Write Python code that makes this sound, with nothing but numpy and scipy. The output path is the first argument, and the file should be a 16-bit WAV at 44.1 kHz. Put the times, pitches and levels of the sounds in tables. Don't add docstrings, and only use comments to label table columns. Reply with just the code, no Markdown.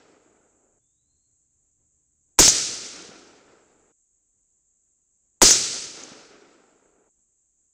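import sys
import numpy as np
from scipy import signal
from scipy.fft import rfft, irfft, next_fast_len
from scipy.io import wavfile
from scipy.ndimage import map_coordinates

SR = 44100
rng = np.random.default_rng(int(sys.argv[2]) if len(sys.argv) > 2 else 0)


def voltage_ratio(decibels):
    exponent = np.asarray(decibels, float) / 20
    return 10 ** exponent


def store_pcm(level_fs):
    pcm = np.round(np.clip(level_fs, -1, 1) * 32767).astype(np.int16)
    wavfile.write(sys.argv[1], SR, np.atleast_2d(pcm).T)


N = 340893
TIME = np.arange(N) / SR

# [t/s, level/dB, t/s of the scene change that ends the tail]
SHOTS = [
    (-1.07, 0, .789),
    (2.3885, 0, 3.923),
    (5.4168, 0, 7.093),
]


def unit(x):
    return x / np.sqrt(np.mean(x ** 2) + 1e-20)


def along(points, hz):
    f, v = np.transpose(points)
    return np.interp(np.log(hz + 1), np.log(f + 1), v)


def wobble(rate):
    knots = rng.standard_normal(int(N * rate / SR) + 4)
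    return map_coordinates(knots, [TIME * rate])


def filtered(x, response):
    m = next_fast_len(len(x) + 8192)
    hz = np.fft.rfftfreq(m, 1 / SR)
    return irfft(rfft(x, m) * response(hz), m)[:len(x)]


def colored_noise(spectrum):
    return unit(filtered(rng.standard_normal(N), lambda hz: voltage_ratio(along(spectrum, hz))))


def resonance(f, hz, width):
    return 1j * f * width / (hz * hz - f * f + 1j * f * width)


def add(track, sound, s):
    i = round(s * SR)
    part = sound[max(-i, 0):][:len(track) - max(i, 0)]
    track[max(i, 0):][:len(part)] += part


def shock(t, hz):
    attack = np.clip(t / .0001, 0, 1)
    return np.cos(2 * np.pi * hz * t) * np.exp(-t * hz / .6) * attack * (t > 0)


def answer(belts, delay):
    power = 0
    for m, deep, db, t60 in belts:
        trip, swell = 2 * m / 343, 2 * deep / 343
        onset = np.clip((delay - trip) / swell + 1, 0, 1)
        power = power + onset * voltage_ratio(db - 60 * (delay - trip) / t60) ** 2
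    return np.sqrt(power)


def scatter(spectrum, loss, pivot_s, delay, lumpy_db):
    echoes = rng.standard_normal(N) * voltage_ratio(lumpy_db * (wobble(25) + wobble(160)))
    echoes = unit(filtered(echoes, lambda hz: voltage_ratio(along(spectrum, hz))))
    hz, t, z = signal.stft(echoes, SR, nperseg=512)
    late = np.interp(t, TIME, delay) - pivot_s
    return signal.istft(z * voltage_ratio(along(loss, hz)[:, None] * late), SR, nperseg=512)[1][:N]


def woods():
    # [distance/m, depth/m, level/dB, t60/s]
    foliage_belts = [(0, .1, -10, .45), (11.5, 6, -14.5, .32), (0, .1, -14.5, 1.2)]
    wood_belts = [(0, .1, -22, .45), (30, 12, -40, 2), (105, 14, -48, 3.2)]
    ground_belts = [(0, .1, -22, .17), (0, .1, -41, 1.2), (100, 10, -71, 2.6)]
    # [f/Hz, level/dB per Hz]
    leaf_color = [(1100, -45), (1800, -20), (2500, -14), (3400, -9.5), (4800, -2.5), (6290, 0),
                  (7890, -4.5), (9500, -17.5), (11500, -33), (15700, -37)]
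    trunk_color = [(76, -40), (130, -14), (200, -7), (280, -1), (420, 1), (560, -5), (835, -9), (1090, -13),
                   (1350, -6), (1780, -13), (2400, -13), (3600, -23), (6000, -80)]
    boom_color = [(12, -30), (25, -11), (50, -8), (100, -3), (170, -5), (260, -40)]
    # [f/Hz, level/dB per s]
    leaf_loss = [(1500, 18), (3000, 11), (4500, 4), (6000, 0), (10000, -9), (12500, -45), (16000, -75)]
    trunk_loss = [(150, -3), (400, 0), (800, 2), (1300, -5), (3500, -16)]

    delay, gain = np.zeros(N), np.zeros(N)
    for s, db, change in SHOTS:
        delay = np.where(TIME > s - .02, TIME - s, delay)
        onset = np.clip((TIME - s + .0008) / .0015, 0, 1)
        gain += voltage_ratio(db) * onset * np.clip((change - TIME) / .003, 0, 1)
    delay = np.clip(delay, 0, 2)
    leaves = scatter(leaf_color, leaf_loss, pivot_s=.17, delay=delay, lumpy_db=.7)
    trunks = scatter(trunk_color, trunk_loss, pivot_s=.85, delay=delay, lumpy_db=1.1)
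    echoes = answer(foliage_belts, delay) * leaves
    echoes += answer(wood_belts, delay) * trunks
    echoes += answer(ground_belts, delay) * colored_noise(boom_color)
    return gain * echoes


def insects():
    # [f/Hz, level/dB per Hz]
    chorus_color = [(3060, -62), (5200, -32), (5480, -29), (5870, -17), (6390, -5), (7380, 1), (7760, -1),
                    (8130, -6), (8990, -33), (9500, -35), (12400, -65), (20900, -120)]
    shimmer_db = .5 * wobble(.7) + .6 * wobble(3) + .8 * wobble(22)
    return voltage_ratio(-69 + shimmer_db) * colored_noise(chorus_color)


def air():
    # [f/Hz, level/dB per Hz]
    air_color = [(12, -29), (20, 1), (44, -2), (80, -7), (130, -12), (300, -13), (420, -15), (600, -22),
                 (5200, -43), (6760, -73), (11400, -120)]
    gusts = voltage_ratio(-81 + 1.1 * wobble(5) + 2.2 * wobble(16)) * colored_noise(air_color)
    hiss = voltage_ratio(-90) * rng.standard_normal(N)
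    return gusts + filtered(hiss, lambda hz: hz < 5600)


def engine():
    # [f/Hz, width/Hz, level/dB]
    hum = [(70, 25, 0), (117, 22, -1), (140, 20, -6), (234, 25, -12), (292, 18, -9)]
    # [f/Hz, rms level/dB]
    tones = [(118.4, -86), (290.7, -93)]

    def body(f):
        return sum(voltage_ratio(db) * resonance(f, hz, w) ** 2 for hz, w, db in hum)

    sound = voltage_ratio(-80) * unit(filtered(rng.standard_normal(N), body))
    for hz, db in tones:
        sound += voltage_ratio(db - 3 + 3 * wobble(6)) * np.sin(2 * np.pi * hz * TIME)
    return sound * (TIME < SHOTS[1][-1])


def bird():
    glide_s, hold_s, low_hz, high_hz = .41, .09, 3460, 4250
    t = TIME - .785
    rise = (1 - np.cos(np.pi * np.clip(t / glide_s, 0, 1))) / 2
    pitch = low_hz + (high_hz - low_hz) * rise + 25 * wobble(60)
    phase = 2 * np.pi * np.cumsum(pitch) / SR
    on = np.clip(t / .03, 0, 1) * np.clip((glide_s + hold_s - t) / .03, 0, 1)
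    crescendo_db = 5 * rise ** 3
    beads_db = 3.5 * wobble(25)
    call = voltage_ratio(-94 + 3 + crescendo_db + beads_db) * on * np.sin(phase)
    tail = rng.standard_normal(SR) * voltage_ratio(-60 * TIME[:SR] / 1.3)
    return call + voltage_ratio(-3) * signal.fftconvolve(call, tail / np.linalg.norm(tail))[:N]


def lead_in():
    rattle = filtered(rng.standard_normal(round(.0058 * SR)), lambda hz: hz < 10300)
    return voltage_ratio(-46) * unit(rattle)


def flutter(t, delay, db, hz, count):
    pitches = hz * .82 ** np.arange(count)
    gaps = 1.1 / pitches
    starts = delay + np.cumsum(gaps) - gaps
    pulses = 0
    for k in range(count):
        swell_db = .5 * k + rng.normal(0, 1.5)
        pulses = pulses + voltage_ratio(db + swell_db) * shock(t - starts[k], pitches[k])
    return pulses


def blast():
    # [delay/s, level/dB, first f/Hz, number of pulses]
    returns = [
        (0, -2, 1250, 3),
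        (.0038, -1, 520, 1),
        (.008, -8, 700, 1),
        (.0111, -4, 440, 3),
        (.019, -15, 400, 2),
        (.038, -11, 1000, 1),
        (.072, -18, 600, 1),
    ]
    t = np.arange(SR // 4) / SR
    shocks = sum(flutter(t, delay, db, hz, count=round(pulses)) for delay, db, hz, pulses in returns)
    howl = unit(filtered(rng.standard_normal(len(t)), lambda f: resonance(f, 6500, 1900) ** 2))
    howl *= np.clip(t / .002, 0, 1) * np.clip((.023 - t) / .007, 0, 1)
    heave = np.sin(2 * np.pi * 33 * (t - .004)) * (t > .004) * np.exp(-t / .022)
    return voltage_ratio(4) * shocks + voltage_ratio(-4) * howl + voltage_ratio(-12) * heave


def shots():
    track = np.zeros(N)
    for s, db, _ in SHOTS:
        add(track, lead_in(), s - .0058)
        add(track, voltage_ratio(db) * blast(), s)
    return track


def knock(db, thud_db, t60):
    t = np.arange(SR // 8) / SR
    burst = rng.standard_normal(len(t)) * voltage_ratio(-60 * t / t60) * np.clip(t / .0008, 0, 1)
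    rattle = 4 * filtered(burst, lambda f: resonance(f, 6400, 1700) ** 3
                          + .008 * resonance(f, 13200, 400) ** 3)
    crack = rng.standard_normal(len(t)) * voltage_ratio(1.5 * db - 5 - 60 * t / .02)
    crack = filtered(crack, lambda f: 1 / (1 + 1j * f / 3500))
    pitch = 1 + db / 90
    thud = shock(t, 450 * pitch) - shock(t - .0011 / pitch, 600 * pitch)
    thud = filtered(thud, lambda f: 1 / (1 + 1j * f / 1800) ** 2)
    return voltage_ratio(db - 6) * (rattle + crack + voltage_ratio(thud_db + 8) * thud)


def bolt():
    track = np.zeros(N)
    for s, db, _ in SHOTS:
        if s > 0:
            add(track, knock(db + 2.5, thud_db=-17, t60=.095), s + .0912)
    return track


def case():
    # [t/s, peak level/dB, thud level/dB]
    landings = [
        (3.022, -33, -10),
        (3.09, -52, 11),
        (5.945, -33, -14),
        (6.0352, -22, -18),
        (6.118, -50, 12),
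    ]
    track = np.zeros(N)
    for s, db, thud_db in landings:
        add(track, knock(db, thud_db, t60=.02), s)
    return track


def scene():
    ambience = insects() + air() + engine() + bird()
    return (woods() + ambience + shots() + bolt() + case())[None]


def low_pass(x):
    return signal.sosfilt(signal.butter(12, 17070, fs=SR, output="sos"), x)


def record(dry):
    flat = dry[0] / (1 + np.abs(dry[0] / .49) ** 6) ** (1 / 6)
    kept = filtered(flat, lambda hz: 1 / (1 + (hz / 15750) ** 160) / np.sqrt(1 + (hz / 14000) ** 4))
    return low_pass(kept[None])


dry = scene()
out = record(dry)
store_pcm(out)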